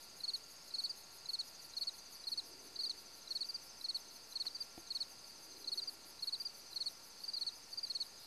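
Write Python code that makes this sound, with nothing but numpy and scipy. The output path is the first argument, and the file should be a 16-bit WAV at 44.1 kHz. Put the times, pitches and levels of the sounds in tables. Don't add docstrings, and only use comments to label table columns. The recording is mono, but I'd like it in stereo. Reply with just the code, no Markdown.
import sys
import numpy as np
from scipy import signal
from scipy.fft import rfft, irfft, next_fast_len
from scipy.io import wavfile
from scipy.ndimage import uniform_filter1d

SR = 44100
rng = np.random.default_rng(int(sys.argv[2]) if len(sys.argv) > 2 else 0)


def generate_wav(signal):
    frames = np.transpose(np.atleast_2d(signal))
    scaled = np.clip(frames, -1, 1) * 32767
    pcm = np.round(scaled).astype(np.int16)
    wavfile.write(sys.argv[1], SR, pcm)


def field_ratio(decibels):
    return 10 ** (np.asarray(decibels, dtype=float) / 20)


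N = 364266


def level(x, db):
    return x * field_ratio(db) / np.sqrt(np.mean(x ** 2))


def band(x, hz, width_hz, order=1):
    edges = np.clip([hz - width_hz / 2, hz + width_hz / 2], 1, SR / 2.1)
    return signal.sosfilt(signal.butter(order, edges, "band", fs=SR, output="sos"), x)


def colour(points):
    hz, db = np.transpose(points)
    size = next_fast_len(N, real=True)
    bins = np.arange(1, size // 2 + 2) * SR / size
    shape = field_ratio(np.interp(np.log(bins), np.log(hz), db))
    return irfft(rfft(rng.standard_normal(size)) * shape, size)[:N]


def walk(rate):
    k = int(SR / rate)
    held = np.repeat(rng.standard_normal(N // k + 1), k)
    return 1.3 * uniform_filter1d(uniform_filter1d(held, k), k)[:N]


def add(out, x, s, pan_db):
    i = max(int(s * SR), 0)
    sides = field_ratio(np.array([[pan_db], [-pan_db]]) / 2)
    out[:, i:i + x.shape[-1]] += (x * sides)[:, :max(N - i, 0)]


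def paced(rows, period_s):
    rows = np.reshape(rows, (len(rows), -1))
    number = np.cumsum(np.round(np.diff(rows[:, 0], prepend=rows[0, 0]) / period_s))
    beats = np.arange(number[-1] + 1)
    return np.transpose([np.interp(beats, number, column) for column in rows.T])


def meadow(x, t60_s, db):
    t = np.arange(SR // 2) / SR
    tail = rng.standard_normal((2, len(t))) * np.exp(-np.log(1000) * t / t60_s) * (t > .011)
    earlier = np.concatenate([x[:, -len(t):], x], axis=1)
    return signal.oaconvolve(earlier, level(tail, db) / np.sqrt(len(t)), axes=1)[:, len(t):len(t) + N]


def strokes(rows, fall_hz, rise_hz, top_at, round_, rough, octave_db, lead):
    stroke_shape = [(0, 0.71), (.05, 0.56), (.2, 0.8), (.38, 1), (.6, 0.78), (.8, 0.62), (.92, 0.26),
                    (1, 0.08)]
    out = np.zeros((2, N))
    knots = np.linspace(0, 1, 16)
    chance = zip(lead, rng.random(len(rows)), rng.standard_normal((len(rows), len(knots))))
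    for (s, ms, hz, db, pan_db), (left, start, grip) in zip(rows, chance):
        t = np.arange(int(ms * SR / 1000)) / SR
        u = t / (len(t) / SR)
        sag = fall_hz * (np.maximum(t - top_at * ms / 1000, 0) / .023) ** 1.5 + 250 * u ** 6
        climb = rise_hz * (np.maximum(top_at - u, 0) / top_at) ** 2
        phase = 2 * np.pi * (start + np.cumsum(hz - sag - climb) / SR) + np.array([[left], [0]])
        uneven = 1 + rough * np.interp(u, knots, grip)
        swell = np.interp(u, *np.transpose(stroke_shape)) ** round_ * uneven * (1 - np.exp(-t / .001))
        overtone_db = octave_db - 1.31 * pan_db + np.array([[2.5], [-2.5]])
        flutter_db = 3.2 * np.interp(1 - u, knots, grip)
        late_growth = u ** (0.56 * max(30 - ms, 0) / 10)
        octave = field_ratio(overtone_db + flutter_db) * late_growth
        add(out, field_ratio(db) * swell * (np.sin(phase) + octave * np.sin(2 * phase + 1)), s, pan_db)
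    return out


def microphone_hiss():
    # pitch_hz, level_db
    hiss_curve = [(25, -9.5), (50, -9), (110, -4.5), (250, -3), (800, -2.5), (1300, -7), (2200, -8),
                  (2800, -8.4), (3150, -12), (3600, -8.5), (7600, -11.4), (9300, -10), (13500, -16)]
    # pitch_hz, difference_db
    side_curve = [(30, 0.5), (150, 2.5), (1500, 3), (4000, -2.5), (14000, -1)]
    side_hz, side_db = np.transpose(side_curve)
    side = [(hz, db + np.interp(np.log(hz), np.log(side_hz), side_db)) for hz, db in hiss_curve]
    mid = colour(hiss_curve)
    return (mid + colour(side) * np.array([[1], [-1]])) * field_ratio(-61.5) / mid.std() * field_ratio([[-.4], [.4]])


def tape_motor():
    # pitch_hz, left_db (rms), right_db (rms), left_lead (radians)
    motor_lines = [(59.9, -84, -83, 0), (922.5, -73, -79, 1.9), (1093, -74, -76, -2.2), (1378, -76, -76, 0),
                   (1792, -95, -82, 0), (2328, -89, -81, .8), (2491, -91, -82, -1), (2620, -88, -82, -1),
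                   (2688, -89, -84, -.3), (2756, -85, -84, 0), (2911, -89, -82, -1.8),
                   (3360, -92, -83, 1.5), (3492, -92, -82, -1), (6891, -88, -87, 0), (12403, -89, -89, 0)]
    t = np.arange(N) / SR
    return sum(field_ratio([[left], [right]]) * field_ratio(3 + walk(6))
               * np.sin(2 * np.pi * hz * t + .4 * walk(3) + [[lead], [0]])
               for hz, left, right, lead in motor_lines)


def breeze():
    # peak_s, level_db, fall (dB per s)
    gusts = [
        (2.5, -65.5, 15),
        (5.55, -65.5, 23),
    ]
    rise_db_per_s, calm_db = 75, -80
    t = np.arange(N) / SR
    strength = field_ratio(calm_db) + sum(
        field_ratio(db - np.where(t < s, rise_db_per_s * (s - t), fall_db * (t - s))) for s, db, fall_db in gusts)
    hum = level(band(rng.standard_normal((2, N)), 348, 156, order=2), 0)
    return hum * strength * field_ratio([[-2.5], [3.5]])


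def far_chorus(count, hz, spread_hz, scatter_db, wide, db):
    when, a, b, c, d = rng.random(count), *rng.standard_normal((4, count))
    start_s = (np.arange(count) + when) / count * N / SR
    rows = np.transpose([start_s, 27 + 3 * a, hz + spread_hz * b, scatter_db * c, 5.32 * d])
    lead = 0.15 + wide * rng.standard_normal(count)
    return level(strokes(rows, 714, 80, 0.2626, 0.71, 0.26, -27, lead), db)


def arching_triller():
    arch_starts = [.023, .304, .36, .502, .558, .675, 1.177, 1.842, 1.909, 2.122]
    rows = [(s, 23, 6670, -57 + 1.1 * rng.standard_normal(), 8.0) for (s,) in paced(arch_starts, .071)]
    return strokes(rows, 1500, 560, 0.455, 0.75, .3, -31, np.full(len(rows), .35))


def bush_cricket():
    # end_s, level_db
    rasp_ends = [(.056, -59.5), (.384, -59.6), (.696, -61.5), (1.013, -58.3), (1.99, -59.3), (2.158, -57.6),
                 (2.498, -59.9), (2.861, -61.2), (3.359, -61), (3.508, -60.3), (4.337, -59.6), (4.478, -61),
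                 (4.652, -60.8), (5.134, -62.3), (5.306, -62), (5.461, -61.3), (5.791, -57.5),
                 (5.945, -57.3), (6.601, -58.2), (7.252, -59.6), (7.586, -64), (7.743, -63.5),
                 (8.073, -60.3), (8.248, -60.5)]
    rasps = paced(rasp_ends, .164)
    teeth = 34
    clicks, out = np.zeros((2, N)), np.zeros((2, N))
    t = np.arange(110) / SR
    squeak = np.hanning(len(t)) ** 0.26 * np.sin(2 * np.pi * np.cumsum(13200 - 1400000.0 * t) / SR)
    effort = np.sin(np.pi * np.linspace(.2, .97, teeth)) ** 0.45
    for (s, db), (gap, size, low) in zip(rasps, rng.standard_normal((len(rasps), 3, teeth))):
        before = 0.0033 + np.cumsum(.0016 * np.linspace(.8, 1.4, teeth) * (1 + .12 * gap))
        at = ((s - before) * SR).astype(int)
        blow = field_ratio(db + 1.4 * size + 2.6 * np.array([low, -low])) * effort
        clicks[:, at[at > 0]] += blow[:, at > 0]
        add(out, squeak * field_ratio(db + 3.8 + 0.87 * size[0]), s - .0025, 2.5)
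    wing = band(clicks[0], 10300, 2200, order=2) - field_ratio(-2.5) * band(clicks[1], 12500, 2700, order=2)
    rasp = field_ratio(18.9) * wing * field_ratio([[2.1], [-2.1]])
    return out + rasp + meadow(rasp, .06, -3.5)


def field_song():
    # length_ms, top_pitch_hz, peak_db (0: set by the chirp), left_minus_right_db
    near_strokes = [
        (9.5, 4110, 0, -2),
        (23.6, 4385, -34.4, -2.5),
        (28.6, 4438, -33.4, -3.5),
        (30, 4462, -33.3, -3.8),
    ]
    # first_full_stroke_s, second_gap_ms, third_gap_ms, pickup_db
    near_chirps = [(.235, 43, 56, -42.5), (.738, 44, 55, -46.5), (1.287, 45, 56, -42),
                   (1.766, 44, 60, -45.5), (2.269, 48, 57, -43), (2.789, 44, 54, -43),
                   (3.305, 46, 55, -42.5), (3.841, 44, 60, -42.5), (4.354, 45, 57, -44.5),
                   (4.903, 46, 54, -50.5), (5.673, 44, 57, -43), (6.223, 48, 53, -46.5),
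                   (6.759, 44, 56, -43.5), (7.364, 46, 55, -44), (7.898, 51, 52, -43)]
    # length_ms, top_pitch_hz, build_up_steps (below the last)
    rival_strokes = [
        (19, 4635, 4.2),
        (26, 4745, 1),
        (26, 4800, 0),
    ]
    # start_s, second_gap_ms, third_gap_ms, last_stroke_db, build_up_step_db
    rival_chirps = [(.8, 45, 49, -36.5, 4.6), (2.756, 49, 53, -37, 1.1), (3.442, 45, 55, -36, 1.2),
                    (4.502, 44, 58, -35, 3.4), (5.774, 44, 56, -35.5, 2.1), (6.352, 47, 52, -35, 2.1),
                    (7.236, 43, 55, -34.5, 1.1), (7.727, 47, 56, -34, 1.5)]
    # start_s, gap_ms, top_pitch_hz, peak_db, left_minus_right_db
    pairs = [(.815, 48, 4575, -49.5, 3), (1.592, 48, 4610, -51, 10), (1.936, 46, 4350, -53, 1.5),
             (2.147, 49, 4625, -50, 7.5), (2.926, 52, 4640, -51, 8), (4.1, 54, 4380, -53, 0.1),
             (5.237, 57, 4675, -51, -5), (5.512, 48, 4300, -53, 0.1), (6.492, 53, 4625, -50, -3),
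             (6.655, 47, 4350, -55, -3), (7.445, 48, 4380, -53, -3)]
    # start_s, length_ms, top_pitch_hz, peak_db, left_minus_right_db
    lone_strokes = [(.672, 21, 4300, -59, -4), (.762, 26, 4425, -49.5, 2), (1.821, 24, 4675, -41, 0),
                    (4.052, 18, 4300, -57, 0.1), (5.612, 20, 4350, -54, 0.1), (7.202, 11, 4325, -49, -2),
                    (7.521, 27, 4725, -51.5, -2), (8.063, 10, 4650, -48.5, -4), (8.228, 24, 4350, -53, 0.1)]
    rows = list(lone_strokes)
    pickup_s, usual_gaps_ms = .031, (45, 56)
    late_shortens = .45
    for s, *gaps, pickup_db in near_chirps:
        starts = s + np.cumsum([-pickup_s, pickup_s, gaps[0] / 1000, gaps[1] / 1000])
        late = [0, 0, *np.subtract(gaps, usual_gaps_ms)]
        rows += [(at, ms - late_shortens * by, hz, db or pickup_db, pan_db)
                 for at, by, (ms, hz, db, pan_db) in zip(starts, late, near_strokes)]
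    for s, first, second, db, step_db in rival_chirps:
        starts = s + np.cumsum([0, first, second]) / 1000
        rows += [(at, ms, hz, db - steps * step_db, 0.1) for at, (ms, hz, steps) in zip(starts, rival_strokes)]
    for s, gap, hz, db, pan_db in pairs:
        rows += [(at, 19.5, hz, db, pan_db) for at in (s, s + gap / 1000)]
    return rows


def field_crickets():
    scatter = (0, .015, .002, .006, .12)
    # from_s, to_s, level_db
    catches = [
        (2.886, 2.8957, -16),
        (4.454, 4.4664, -10),
        (5.7785, 5.781, -6),
    ]
    rows = np.array(field_song(), float)
    rows = rows * (1 + rng.standard_normal(rows.shape) * scatter)
    song = strokes(rows, 648, 55, 0.281, .95, 0.055, -25, np.full(len(rows), .33))
    grip = np.ones(N)
    for start, end, db in catches:
        grip[int(start * SR):int(end * SR)] = field_ratio(db)
    return song * uniform_filter1d(grip, size=16)


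def falling_trillers():
    # start_s, top_pitch_hz, peak_db
    bouts = [
        [(1.395, 5960, -60), (1.615, 6030, -59.5), (2.053, 6150, -56), (2.896, 6295, -56), (3.288, 6300, -56),
         (3.537, 6260, -55.5), (4.385, 6375, -55.5), (5.503, 6370, -56), (5.835, 6380, -56.5)],
        [(5.366, 6200, -59), (5.849, 6330, -59), (6.199, 6225, -61), (6.291, 6200, -64), (6.476, 6250, -60),
         (6.66, 6325, -57), (6.923, 6250, -60)],
        [(6.399, 6200, -60), (6.747, 6150, -57), (7.171, 6275, -57.5), (7.624, 6450, -56), (7.862, 6475, -54),
         (7.934, 6480, -54.5), (8.169, 6475, -56)],
    ]
    periods_s = (.078, .085, .074)
    beats = np.concatenate([paced(bout, period) for bout, period in zip(bouts, periods_s)])
    rows = [(s, 29, hz + 25 * a, db + 1.1 * b, 2.2)
            for (s, hz, db), (a, b) in zip(beats, rng.standard_normal((len(beats), 2)))]
    return strokes(rows, 720, 100, .25, .75, .22, -40, np.full(len(rows), .22))


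def finger_taps():
    # pitch_hz, level_db, t60_s (time to die away)
    case_rings = [(97, -16, 0.078), (337, -5, 0.08), (480, -9, 0.03), (720, 0.3, 0.016), (2100, -3, 0.016)]
    # start_s, ring_db, push_ms, crack_db
    touches = [
        (4.454, -62, 0.11, -44),
        (4.458, -58, 0.33, -46),
        (4.465, -61, .1, -47),
        (4.778, -41, 0.7, -51),
    ]
    out = np.zeros((2, N))
    t = np.arange(SR // 8) / SR
    ring = sum(field_ratio(db) * np.sin(2 * np.pi * hz * t) * np.exp(-np.log(1000) * t / t60)
               for hz, db, t60 in case_rings)
    ring = band(ring, 5000, 9900)
    for (s, db, ms, crack_db), grit in zip(touches, rng.standard_normal((len(touches), len(t)))):
        push = np.hanning(int(ms * SR / 1000) + 3)
        knock = np.convolve(ring, push / push.sum())[:len(t)]
        crack = band(grit, 2400, 3900) * np.exp(-t / 0.0045)
        add(out, field_ratio(db) * knock + field_ratio(crack_db) * crack, s, -1.5)
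    return out


def scene():
    camera = microphone_hiss() + tape_motor() + breeze() + finger_taps()
    far = far_chorus(count=1050, hz=4850, spread_hz=255, scatter_db=1.5, wide=0.7, db=-63.6)
    far = far + far_chorus(count=260, hz=6390, spread_hz=195, scatter_db=0.5, wide=0.54, db=-72)
    wash = meadow(far, .9, 5)
    near = arching_triller() + bush_cricket() + field_crickets() + falling_trillers()
    echo = meadow(near, .2, -23)
    return near + echo + far + wash + camera


def roll_off(x):
    return signal.sosfilt(signal.butter(12, 14480, fs=SR, output="sos"), x)


def record(dry):
    body, wide = (signal.sosfiltfilt(signal.ellip(8, .1, 60, hz, fs=SR, output="sos"), dry)
                  for hz in (13640, 14450))
    top = wide - body
    power = uniform_filter1d(np.sum(top ** 2, axis=0), size=2048)
    gate = uniform_filter1d(1. * (power > np.percentile(power, 82)), size=512)
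    mix = body + field_ratio(-4) * gate * top - .0004
    return roll_off(mix)


dry = scene()
out = record(dry)
generate_wav(out)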